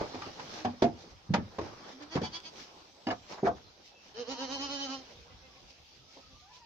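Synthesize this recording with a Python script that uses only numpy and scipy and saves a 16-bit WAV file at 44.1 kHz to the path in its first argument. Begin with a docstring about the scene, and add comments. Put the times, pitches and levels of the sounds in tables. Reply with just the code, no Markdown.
"""Goats in a wooden shed, near a pocket camera, with the shuffling and hush of the yard (shaped noise) throughout.
From the start hooves and horns knock on boards (ringing modes, thud, crack); bodies scuff through straw
(swells of hiss) and far squeaks (sines with an octave) come and go. Near 2 s a kid gives six short bleats;
near 3 s a wire fence clinks (decaying sines) and a thin tone runs down. Past 4 s a goat gives one long quavering
bleat, then a kid bleats further off; these voices are vocal-fold harmonics and breath shaped by a throat."""
import sys
import numpy as np
from scipy import signal
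from scipy.fft import rfft, irfft, next_fast_len
from scipy.io import wavfile
from scipy.ndimage import uniform_filter1d, map_coordinates

SR = 44100
rng = np.random.default_rng(int(sys.argv[2]) if len(sys.argv) > 2 else 0)


def to_wav(sig):
    """Store sig (one row per channel, or 1-D mono) as 16-bit WAV at the path in sys.argv[1].

    Samples outside -1..1 are clipped; the rate is SR.
    """
    pcm = np.clip(np.atleast_2d(sig), -1, 1) * 32767
    pcm = np.round(pcm).astype(np.int16)
    wavfile.write(sys.argv[1], SR, pcm.T)  # frames by channels


N = 293441
T = np.arange(N) / SR  # seconds


def amp(db):
    """Decibels to amplitude."""
    return 10 ** (np.asarray(db) / 20)


def unit(x):
    """Scale to an rms of 1."""
    return x / np.sqrt(np.mean(x ** 2) + 1e-20)


def along(points, hz):
    """Read (frequency, value) points on a log frequency axis."""
    f, v = np.transpose(points)
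    return np.interp(np.log(hz + 1), np.log(f + 1), v)


def curves(rows):
    """One value per sample for each column after the time."""
    s, *columns = np.transpose(rows)
    return [np.interp(T, s, column) for column in columns]


def wobble(rate):
    """A smooth random curve with this many knots a second."""
    knots = rng.standard_normal(int(N * rate / SR) + 4)
    return map_coordinates(knots, [T * rate])


def filtered(x, response):
    """x times a complex response of frequency."""
    n = x.shape[-1]
    m = next_fast_len(n + 4096)
    return irfft(rfft(x, m) * response(np.fft.rfftfreq(m, 1 / SR)), m)[..., :n]


def placed(x, pan_db, lag_ms):
    """One sound at two microphone ports: left is louder by pan_db and later by lag_ms."""
    side = np.array([[.5], [-.5]])
    return filtered(x, lambda hz: amp(side * pan_db) * np.exp(-2j * np.pi * hz * side * lag_ms / 1000))


# How alike the two microphone ports hear a spread-out noise: (frequency [Hz], likeness [0-1])
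PORT_LIKENESS = [(60, 0.64), (250, 0.84), (600, 0.47), (1200, 0), (3000, 0.038)]


def ports(pair, response):
    """Two unrelated noises become left and right: alike in the bass, unlike in the treble."""
    def mid_and_side(hz):
        turn = np.arccos(np.clip(along(PORT_LIKENESS, hz), 0, 1)) / 2
        return response(hz) * [np.cos(turn), np.sin(turn)]

    mid, side = filtered(pair, mid_and_side)
    return np.array([mid + side, mid - side])


def rush(spectrum, patchy_db, grit_db):
    """Stereo noise of rms 1 with patches of random gain and a crackling grain."""
    grit = amp(grit_db * uniform_filter1d(rng.standard_normal(N), size=40) * np.sqrt(40))
    z = signal.stft(grit * rng.standard_normal((2, N)), nperseg=512)[2]
    # smooth the patches over frequency, then over time
    field = uniform_filter1d(rng.standard_normal(z.shape[1:]), size=6, axis=0)
    field = uniform_filter1d(field, size=10, axis=1)
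    pair = signal.istft(z * amp(patchy_db * unit(field)), nperseg=512)[1][:, :N]
    return unit(ports(pair, lambda hz: amp(along(spectrum, hz))))


# How long the shed's echo lasts: (frequency [Hz], t60 [s])
SHED = [(100, 0.39), (400, 0.15), (1500, 0.16), (6000, 0.086)]


def tail(size):
    """A fresh stereo answer of the shed; each frequency dies at its own speed."""
    hz, t, z = signal.stft(rng.standard_normal((2, size)), SR, nperseg=256)
    fade_db = -60 * t / along(SHED, hz)[:, None]
    echo = signal.istft(z * amp(fade_db), SR, nperseg=256)[1]
    delayed = np.pad(echo, ((0, 0), (200, 0)))
    echo = ports(delayed, np.ones_like)
    return echo / np.linalg.norm(echo[0])


# Mean levels of the yard's beds: (time [s], rumble [dB], shuffle [dB], rustle [dB])
YARD_LEVELS = [(0.0, -73.5, -44, -52), (.62, -67, -56, -54.5), (.78, -61, -57.5, -60),
               (1.408, -63, -60, -63), (1.93, -78, -48, -55), (1.96, -71, -55.5, -60.5),
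               (2.8, -72.5, -60, -60.5), (3.55, -72.5, -64.5, -62.5), (4.1, -68.5, -62.5, -64),
               (5.0, -66.5, -56.5, -57.5), (5.35, -61.5, -61.5, -60.5), (5.86, -69.5, -67, -60.5),
               (6.65, -68, -65, -61.5)]
# Colour of the low rumble: (frequency [Hz], relative density [dB])
RUMBLE_COLOUR = [(15, -39), (25, -12.5), (66, 2), (177, -9), (250, -20.5), (320, -19), (550, -120)]
# Colour of the shuffling, in yard and straw: (frequency [Hz], relative density [dB])
SHUFFLE_COLOUR = [(88, -19.5), (150, -11), (242, -8.5), (512, -7), (684, -9), (767, -6.5), (1800, -16.5),
                  (2340, -19), (3960, -120)]
# Colour of the yard's far hiss: (frequency [Hz], relative density [dB])
HUSH_COLOUR = [(880, -37.5), (1500, -19), (2400, -3), (3200, -1), (5340, -0.5), (6220, -5.5), (8500, -33.5),
               (11000, -66), (18700, -120)]
# Colour of the topmost hiss, in yard and straw: (frequency [Hz], relative density [dB])
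AIR_COLOUR = [(5000, -45.5), (8500, 1.5), (10600, 4.5), (14100, 7.5), (15500, -2.5)]


def yard():
    """Animals shift about; four beds of noise share one unrest."""
    rumble_db, shuffle_db, rustle_db = curves(YARD_LEVELS)
    stir = wobble(7.5)
    air_db = -83.0 + 0.64 * (rustle_db + 56.0) + 1.4 * stir
    rumble_db = rumble_db + 0.93 * stir + 2.5 * wobble(16)
    shuffle_db = shuffle_db + 1.4 * stir + 1.2 * wobble(20)
    rustle_db = rustle_db + stir + 0.45 * wobble(34)
    return (amp(rumble_db) * rush(RUMBLE_COLOUR, patchy_db=2, grit_db=.5)
            + amp(shuffle_db) * rush(SHUFFLE_COLOUR, patchy_db=2.5, grit_db=1.5)
            + amp(rustle_db) * rush(HUSH_COLOUR, patchy_db=2, grit_db=1)
            + amp(air_db) * rush(AIR_COLOUR, patchy_db=1, grit_db=0))


def uneven_tone(hz, t):
    """Boards are uneven: a sine whose phase wanders, the more the higher it is."""
    width = .045  # of the ringing pitch, over the pitch
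    steps = rng.standard_normal(np.broadcast(hz, t).shape) * np.sqrt(2 * np.pi * width * hz / SR)
    wander = uniform_filter1d(np.cumsum(steps, axis=-1), size=90, axis=-1, mode="nearest")
    return np.sin(2 * np.pi * hz * t + wander)


CHATTER_S = 0.015  # how long a loose board chatters


def chatter(t):
    """Envelope of the moment in which the loose board chatters."""
    return np.exp(-(t / CHATTER_S) ** 4)


# Modes of the boards: (pitch [Hz], mean level [dB], relative t60, scaled by each knock's t60 over 0.26 s [s])
BOARD_MODES = [(240.5, 15, 0.076), (269.5, 4, 0.18), (342.4, -2, 0.62), (396.8, 9, 0.18),
               (462.7, -0.5, 0.34), (504, -14, 0.054), (622, -17.5, 0.12), (713, 2, 0.25),
               (849, -17.5, 0.19), (1038, -11, 0.19), (1130, -18, .1), (1480, 0, 0.058), (1658, 8, 0.16)]


def boards(t, spot_hz, t60, high_hz, high_db):
    """A blow rings the board modes, most near two pitches of the struck spot."""
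    def near_spot(f):
        return amp(-12 * np.log2(f / spot_hz) ** 2) + amp(high_db - 40 * np.log2(f / high_hz) ** 2)

    hz, level, life = np.transpose(BOARD_MODES)[:, :, None]
    mode_db = level + 5.9 * rng.standard_normal(hz.shape) - 60 * t / (t60 * life / 0.26)
    modes = uneven_tone(hz * rng.normal(1, 0.026, hz.shape), t)
    ring = (near_spot(hz) * amp(mode_db) * modes).sum(0)
    spot = 3.1 * uneven_tone(spot_hz, t) + amp(high_db + 11.5) * uneven_tone(high_hz, t)
    ring += amp(-60 * t / t60) * spot
    # weaker contacts follow the first
    contacts = .3 * chatter(t) * rng.standard_normal(len(t)) * (rng.random(len(t)) < 200 / SR)
    contacts[0] = 1
    wood = signal.fftconvolve(ring, contacts)[:len(t)]
    # countless weak modes of the pen blur into noise of the same colour
    blur = unit(filtered(rng.standard_normal(len(t)), lambda f: near_spot(f + 1) * (f > 90)))
    blur *= 0.12 * chatter(t) + 0.24 * amp(-60 * t / (1.15 * t60))
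    # the hoof comes to rest on the board and damps it
    damped = 0.87 + 1.03 * np.exp(-(t / (2.8 * CHATTER_S)) ** 6)
    return damped * wood / np.abs(wood).max() + blur


# Colour of the boom of the shed's frame: (frequency [Hz], relative level [dB])
FRAME_COLOUR = [(30, -23.5), (60, 0), (100, 11), (140, -3.5), (250, -61)]


def thud(t, db, hz, t60):
    """A dull low tone, and the shed's frame booming after the blow as low noise."""
    tone = amp(db - 60 * t / t60) * uneven_tone(hz, t) * (1 - np.exp(-t / 0.00089))
    boom = unit(filtered(rng.standard_normal(len(t)), lambda f: amp(along(FRAME_COLOUR, f))))
    return tone + amp(-26.5 - 60 * t / 0.35) * boom


# Colour of the dry crack: (frequency [Hz], relative level [dB])
CRACK_COLOUR = [(600, -21), (1300, 1), (3000, -5), (5500, -9), (7000, -18), (8500, -42.5), (15000, -64.5)]


def crack(t, db, t60):
    """A dry burst of noise that fades in three stages."""
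    grain = unit(ports(rng.standard_normal((2, len(t))), lambda f: amp(along(CRACK_COLOUR, f))))
    fade = amp(-60 * t / 0.026) + .5 * chatter(t) + 0.34 * amp(-60 * t / t60)
    return amp(db - 5) * grain * fade


# Blows on the boards: (time [s], level [dB], pitch of the struck spot [Hz], its t60 [s], second pitch [Hz],
# its relative level [dB], relative crack level [dB], relative thud level [dB], thud pitch [Hz], thud t60 [s])
KNOCKS = [(0.007, -23.5, 596, 0.05, 880, -10, -15.5, -23, 216, .06),
          (0.144, -30.5, 337, .08, 842, -4, -9.5, -26, 125, .1),
          (0.217, -36, 1252, 0.15, 852, -14, -2, -19, 197, .1),
          (0.261, -37.5, 300, 0.074, 852, -24, -9, -9, 103, 0.18),
          (0.394, -36, 810, 0.064, 850, -9, -1.5, -9, 159, .12),
          (0.647, -22.5, 729, 0.11, 1170, -29, -10.5, -6, 245.3, 0.21),
          (0.82, -11, 383, 0.074, 654, -4.5, -14, -14.5, 224, 0.11),
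          (0.835, -19, 238.3, 0.18, 706, 0.5, -13, -21, 100, .25),
          (1.292, -38.5, 196, 0.034, 852, -32, -39, 15, 115, 0.083),
          (1.303, -26, 188, 0.038, 850, -48, -39, 11, 151, .06),
          (1.337, -16, 736, 0.094, 555, -7, -6, -2, 240.5, 0.077),
          (1.378, -29, 328, 0.081, 720, -13, -22, -5, 106.5, 0.27),
          (1.584, -20.5, 445, 0.054, 1037, -7.5, -16.5, -1.5, 239, 0.025),
          (1.611, -28.5, 453, 0.058, 960, -25, -12.5, -11.5, 105, 0.32),
          (2.153, -17, 263, 0.066, 528, -9, -15, -9.5, 135, .12),
          (2.165, -27.5, 743, 0.093, 1116, -5.5, -11, -23, 135, .1),
          (2.215, -20.5, 233.4, 0.046, 476, -2, -16.5, -20, 180, .06),
          (2.235, -30.5, 850, 0.053, 480, -29, -17, -14, 200, .05),
          (3.068, -19.5, 329, 0.053, 787, -1, -16, -7.5, 227.5, .09),
          (3.084, -23, 662, 0.042, 835, -6, -14, -24, 93, .25),
          (3.107, -29.5, 744, 0.17, 1180, -17, -5, -12, 222, 0.11),
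          (3.428, -21.5, 386, 0.15, 745, -8.5, -32, 2.5, 219, 0.088),
          (3.468, -15, 693, 0.074, 447, -20.5, -22, -31, 226, .08),
          (3.481, -21, 684, 0.055, 1094, -16.5, -25, -10, 228, 0.074),
          (5.991, -57, 135, 0.13, 864, -24, -30, -2, 100.5, 0.14),
          (6.165, -43.5, 537, .08, 940, -8, -20, -14, 200, 0.072),
          (6.33, -61.5, 109, 0.072, 852, -27, -30, 18, 70, 0.11)]
# A body leans on the ringing boards and stills them: (time [s], loss [dB])
STOPS = [(3.137, 13), (3.497, 7)]


def knocks():
    """Each hoof or horn blow rings the boards with a thud and a crack; the shed answers."""
    out, t = np.zeros((2, N + 2 * SR)), np.arange(SR // 3) / SR
    lead = 64  # samples of room for the earlier port
    for s, db, spot_hz, t60, high_hz, high_db, crack_db, thud_db, thud_hz, thud_t60 in KNOCKS:
        body = boards(t, spot_hz, t60, high_hz, high_db) + thud(t, thud_db, thud_hz, thud_t60)
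        stilled_db = sum(loss * np.clip((s + t - stop) / .004, 0, 1) for stop, loss in STOPS if s < stop)
        rise = amp(db - stilled_db) * (1 - np.exp(-t / 0.0018)) ** 2
        direct = placed(np.pad(rise * body, (lead, 0)), pan_db=-1, lag_ms=0.17)
        direct += np.pad(rise * crack(t, crack_db, t60), ((0, 0), (lead, 0)))
        echo = signal.fftconvolve(direct, tail(size=SR // 3), axes=1)
        start = round(s * SR)
        out[:, start:start + direct.shape[1]] += direct
        out[:, start:start + echo.shape[1]] += amp(-6) * echo
    # thin the deepest bass, below about 55 Hz
    return filtered(out[:, lead:N + lead], lambda f: (1j * f / (55 + 1j * f)) ** 2)


# Scuffs in the straw: (time of the middle [s], length [s], hiss level [dB], shuffle level over the hiss [dB])
SCUFFS = [(0.41, 0.18, -55.5, 10.5), (0.562, 0.36, -48.5, 3), (1.017, 0.24, -58, 1),
          (1.113, 0.07, -61, 2.5), (1.665, 0.17, -54.5, 7.5), (1.738, 0.035, -62, 14.5),
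          (1.889, 0.078, -56, -6), (2.032, 0.037, -51, -10), (2.173, 0.11, -51.5, 12),
          (2.403, 0.0041, -41, -20), (2.604, 0.25, -49, -5), (3.12, 0.067, -57.5, 20),
          (3.325, 0.14, -49, 4), (3.393, 0.092, -64, 17.5), (3.464, 0.07, -51, 19),
          (3.575, 0.066, -60.5, 6.5), (3.872, 0.18, -56, -23.5), (4.071, 0.24, -58, -3),
          (4.326, 0.064, -48.5, 2), (5.107, 0.15, -60.5, -5), (5.706, 0.12, -56.5, -11),
          (6.165, 0.34, -58, -5.5), (6.558, 0.15, -54.5, -8.5)]
# Colour of the straw's hiss: (frequency [Hz], relative density [dB])
RUSTLE_COLOUR = [(880, -49), (1500, -14), (2420, -2), (3170, -2.5), (5340, 0.5), (6220, -3.5),
                 (8500, -30.5), (11000, -60), (18700, -120)]


def straw():
    """Bodies scuff through straw: swells of crackling hiss over a lower shuffle."""
    hiss, low = np.zeros(N), np.zeros(N)
    for s, length, db, low_db in SCUFFS:
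        swell = amp(db) * np.exp(-(4.02 * (T - s) / length) ** 2)
        hiss += swell
        low += swell * amp(low_db)
    return (amp(-29) * hiss * rush(AIR_COLOUR, patchy_db=-1, grit_db=3.5)
            + hiss * rush(RUSTLE_COLOUR, patchy_db=1.5, grit_db=3)
            + low * rush(SHUFFLE_COLOUR, patchy_db=2, grit_db=3))


# Far squeaks: (start time [s], end time [s], first pitch [Hz], last pitch [Hz], mean level [dB],
# mean octave level over it [dB])
SQUEAKS = [(0.55, 0.656, 330, 294, -50.5, -16), (3.639, 3.708, 4240, 4020, -64, -42),
           (3.861, 4.059, 2620, 2660, -67, -40), (4.287, 4.583, 947, 994, -51, -31),
           (5.023, 5.364, 469, 495, -66.5, -22), (5.484, 5.609, 1172, 1092, -63.5, -15),
           (5.984, 6.155, 1273, 1300, -71, -33), (6.176, 6.304, 1280, 1255, -68.5, -30),
           (6.303, 6.468, 1183, 1200, -68, -33), (6.414, 6.547, 690, 922, -59.5, -13),
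           (6.492, 6.585, 986, 1004, -58.5, -29), (6.58, 6.683, 934, 930, -61, -14)]


def squeaks():
    """Faint hoarse tones from further off, each gliding with its octave."""
    out = np.zeros(N)
    for start, end, first_hz, last_hz, db, octave_db in SQUEAKS:
        u = np.clip((T - start) / (end - start), 0, 1)
        hz = first_hz + (last_hz - first_hz) * u + 24 * wobble(200)
        phase = 2 * np.pi * np.cumsum(hz) / SR
        flicker_db = 4 * wobble(60)
        swell = amp(db + flicker_db) * np.sin(np.pi * u).clip(0) ** 0.43
        out += swell * (np.sin(phase) + amp(octave_db + flicker_db / 2) * np.sin(2 * phase))
    return out


def voice(rows, throat, jitter, rough, pan_db):
    """Vocal-fold harmonics through the throat, blurred by breath noise that swells once a cycle.

    rows: (time [s], pitch [Hz], first harmonic [dB], second harmonic [dB], mouth band [dB], nasal treble [dB])
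    """
    rows = np.array(rows)
    live = (T > rows[0, 0]) & (T < rows[-1, 0])
    t = T[live] - rows[0, 0]

    def smooth(column):
        return uniform_filter1d(np.interp(T, rows[:, 0], column), size=300)[live]

    def knots(rate):
        """One smooth random curve for each port."""
        where = np.broadcast_arrays([[0], [1]], rate * t + 1)
        return map_coordinates(rng.standard_normal((2, 99)), where, order=3)

    def breath(low_hz, high_hz):
        noise = rng.standard_normal((2, len(t)))
        return unit(filtered(noise, lambda f: amp(along(throat, f)) * (f > low_hz) * (f < high_hz)))

    pitch_hz = smooth(rows[:, 1])
    first, second, mouth, nose = [amp(smooth(column)) for column in rows[:, 2:].T]
    phase = 2 * np.pi * np.cumsum(pitch_hz * (1 + jitter * wobble(260)[live])) / SR
    low = first * np.sin(phase) + second * amp(4.5 * knots(30)) * np.sin(2 * phase + 1)
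    low = low * np.sqrt(2) * amp(knots(25))
    early = np.exp(-(t / .4) ** 2)
    sharp = 1 - .15 * early  # the throat's resonances are blunt until the voice clears
    upper = 0
    for k in range(3, 28):
        band = mouth if k < 7 else nose if k > 8 else np.sqrt(mouth * nose)
        # a moving head: each overtone reaches each port with its own drifting strength and phase
        drift = min(k / 8, 1) * 2 * knots(11.63)
        throat_db = sharp * (along(throat, k * pitch_hz) + 6) - 6
        upper += band * amp(throat_db + 3.2 * knots(42)) * np.sin(k * phase + k * k * .3 + drift)
    # the folds close unevenly: alternate cycles differ, in fits, and put lines between the overtones
    hoarse = rough * (1 + .5 * early)
    uneven = .28 * hoarse * np.abs(knots(20)[0]) * np.cos(phase / 2 + knots(30)[0])
    out = upper * (1 + uneven) + low * (1 + .2 * uneven)
    treble = .8 * breath(1900, 7600) + .6 * breath(3600, 7600)
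    air = nose * treble + 0.7 * mouth * breath(380, 1900)
    out += hoarse * air * (1 + 0.44 * np.cos(phase))
    full = np.zeros((2, N))
    full[:, live] = out * amp([[pan_db / 2], [-pan_db / 2]])
    return full


# Share of the nasal treble's gain that follows as the mouth opens: [second harmonic, mouth band]
MOUTH_OPENS = [0.24, 0.4]


def short_bleats(table, throat, second_db, rough):
    """Short syllables, each a swell with a gliding pitch; the mouth's opening differs between them."""
    length_s, edge_db = .085, 24
    rows = []
    for s, first_hz, last_hz, db, treble in table:
        over = [0, second_db + MOUTH_OPENS[0] * treble, MOUTH_OPENS[1] * treble, treble]
        levels = db + np.array(over)
        for u in np.linspace(0, 1, num=9):
            pitch_hz = first_hz + (last_hz - first_hz) * u ** 0.55
            rows.append((s + (u - .5) * length_s, pitch_hz, *(levels - edge_db * (2 * u - 1) ** 2)))
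    return voice(sorted(rows), throat, jitter=.007, rough=rough, pan_db=-1)


# The kid's syllables: (time of the middle [s], first pitch [Hz], last pitch [Hz], first harmonic level [dB],
# nasal treble over it [dB])
KID = [(1.953, 279.5, 252.5, -53, -54), (2.025, 289.7, 297, -49, -11.5), (2.137, 296.3, 343.3, -50, 0.5),
       (2.254, 327.6, 337.6, -52.5, 8.5), (2.357, 315, 339.8, -54.5, 11.5), (2.468, 303, 331.2, -60, 11.5)]
# The kid's throat: (frequency [Hz], relative level [dB])
KID_THROAT = [(600, -4), (1000, 0), (1900, -9.5), (2400, -6.5), (2900, -10.5), (3380, 2), (3800, -18),
              (4600, 1), (5400, -14), (6200, -10), (7500, -38)]


def kid():
    """Six short bleats whose treble opens up from the first to the last."""
    return short_bleats(KID, KID_THROAT, second_db=-8.5, rough=0.76)


# Modes of the wire fence: (pitch [Hz], mean level [dB], t60 [s])
WIRE_MODES = [(1534, 0, .05), (1710, 5, 0.072), (2130, 0.5, 0.042), (2880, 2.5, 0.091), (3830, -17, .05),
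              (4860, -2, 0.066)]
# The fence shakes: (time [s], level [dB])
CLINKS = [(3.069, -39.5), (3.103, -39.5), (3.116, -43.5)]


def fence():
    """Wire panels clink when a board beside them is hit: a few high modes die fast."""
    out, t = np.zeros(N), np.arange(SR // 8) / SR
    for s, db in CLINKS:
        ring = 0
        for hz, level, t60 in WIRE_MODES:
            ring += amp(level + rng.normal(0, 1.7) - 60 * t / t60) * np.sin(2 * np.pi * hz * t)
        out[round(s * SR):][:len(t)] += amp(db) * ring * (1 - np.exp(-t / 0.0011))
    return placed(out, pan_db=-3.5, lag_ms=0.12)


# A thin tone that runs down, all but silent before 3 s: (time [s], mean pitch [Hz], mean level [dB])
WHINE = [(0, 8270, -91), (2, 8100, -89), (3.07, 7860, -85), (3.12, 7750, -86), (3.3, 7350, -74.5),
         (3.55, 5800, -69.5), (3.8, 4800, -78), (3.85, 5200, -130)]


def whine():
    """One gliding sine, its pitch fuzzier as it falls from where it began."""
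    hz, db = curves(WHINE)
    fuzz_hz = .15 * (hz[0] - hz) * wobble(300)
    return amp(db + 4 * wobble(12)) * np.sin(2 * np.pi * np.cumsum(hz + fuzz_hz) / SR)


# The goat's quaver, one row a push of breath: (start time [s], tightest time [s], top pitch [Hz], level [dB],
# second harmonic over it [dB], slack before the push [0-1])
PUSHES = [(4.143, 4.203, 242, -51.5, 6, 1), (4.267, 4.316, 274.2, -44.5, -1.5, 0.94),
          (4.376, 4.429, 271.5, -44, -2, 0.77), (4.484, 4.538, 278.7, -43.5, -2, 0.59),
          (4.591, 4.639, 284, -42.5, -13.5, 0.38), (4.685, 4.731, 283.1, -43.5, -3.5, 0.36),
          (4.788, 4.839, 278.8, -43.5, -10, 0.14), (4.883, 4.942, 273, -44.5, -7.5, 0.46),
          (4.965, 4.99, 263, -47, 3, .2)]
# The goat's throat: (frequency [Hz], relative level [dB])
GOAT_THROAT = [(650, 4.5), (830, 3), (1080, 1.5), (1450, -4.5), (1700, -5), (2200, -13.5), (2800, -7.5),
               (3080, 4.5), (3350, -17), (3600, -11), (4230, -1.5), (4700, -6.5), (5300, -6), (6400, -9.5),
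               (7500, -33)]
# Loss at full slack: [first harmonic, second harmonic, mouth band, nasal treble] [dB]
SLACK_LOSS_DB = [62, 19.7, 9.7, 12.4]
# Power of the slack in that loss, same order; the low harmonics hold until the folds nearly part
SLACK_POWER = [2.4, 1.5, 0.64, 0.69]


def goat():
    """One long bleat; between pushes of breath the folds slacken, so pitch and level sag together."""
    end_s, end_slack = 5.03, 0.28
    relax_s = .04  # longest time from tightest back to slack
    push_flat, climb_flat = 2.6, 1.5  # pitch climbs back more evenly than the level
    sag_hz = 44.06  # pitch lost at full slack
    start, tight, top_hz, level, second, slack = np.transpose(PUSHES)
    t = np.linspace(start[0], end_s, num=240)
    k = np.searchsorted(start, t, side="right") - 1
    rising = t < tight[k]
    to_go = np.abs((tight[k] - t) / (tight - start)[k])
    relax = np.minimum(np.append(start[1:], end_s) - tight, relax_s)
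    slackened = np.clip((t - tight[k]) / relax[k], 0, 1) ** push_flat
    falling_slack = np.append(slack[1:], end_slack)[k] * slackened
    loose = np.where(rising, slack[k] * to_go ** push_flat, falling_slack)
    pitch_slack = np.where(rising, slack[k] * to_go ** climb_flat, falling_slack)
    pitch = np.interp(t, tight, top_hz) - sag_hz * pitch_slack
    # the breath runs out in the last 0.08 s
    effort = np.interp(t, tight, level) - 18 * np.clip(1 - (end_s - t) / .08, 0, 1)
    # below 235 Hz the first harmonic thins by 2 dB per Hz
    first_db = -2 * np.maximum(235 - pitch, 0)
    # the low throat lifts the second harmonic while a push rises through 498 Hz
    lift_db = rising * 7 * np.exp(-((2 * pitch - 498) / 21) ** 2)
    second_db = np.interp(t, tight, second) + lift_db
    mouth_db, nose_db = -5.5, -1.5
    over = [first_db, second_db, mouth_db, nose_db]
    bands = [effort + db - loss * loose ** power for db, loss, power in zip(over, SLACK_LOSS_DB, SLACK_POWER)]
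    return voice(np.transpose([t, pitch, *bands]), GOAT_THROAT, jitter=.006, rough=.7, pan_db=-2)


# A kid further off: (time of the middle [s], first pitch [Hz], last pitch [Hz], first harmonic level [dB],
# nasal treble over it [dB])
FAR_KID = [(5.32, 255, 250.4, -77, 14), (5.455, 265, 259.6, -71, 7), (5.57, 262, 260.3, -74.5, 7),
           (5.71, 262, 265.5, -78, 6), (6.185, 264, 273, -62.5, -23), (6.315, 264, 264, -68, -22)]
# Its throat as heard from afar: (frequency [Hz], relative level [dB])
FAR_THROAT = [(780, 6), (1300, -8), (1700, -16), (2080, 4), (2350, -15), (2650, 1), (3300, -15),
              (7500, -32)]


def far_kid():
    """Another kid's short bleats, fainter and less hoarse."""
    return short_bleats(FAR_KID, FAR_THROAT, second_db=6, rough=.4)


def scene():
    """Voices with the shed's echo, knocks, fence, and the beds a little to the right."""
    voices = goat() + kid() + far_kid() + squeaks()
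    echo = signal.fftconvolve(voices, tail(size=SR // 3), axes=1)[:, :N]
    voices += amp(-11) * echo
    beds = amp([[-.4], [.4]]) * (straw() + yard() + whine())
    return voices + knocks() + fence() + beds


def record(dry):
    """The camera keeps nothing above its band limit of 15.5 kHz."""
    return filtered(dry, lambda hz: hz < 15500)


dry = scene()
out = record(dry)
to_wav(out)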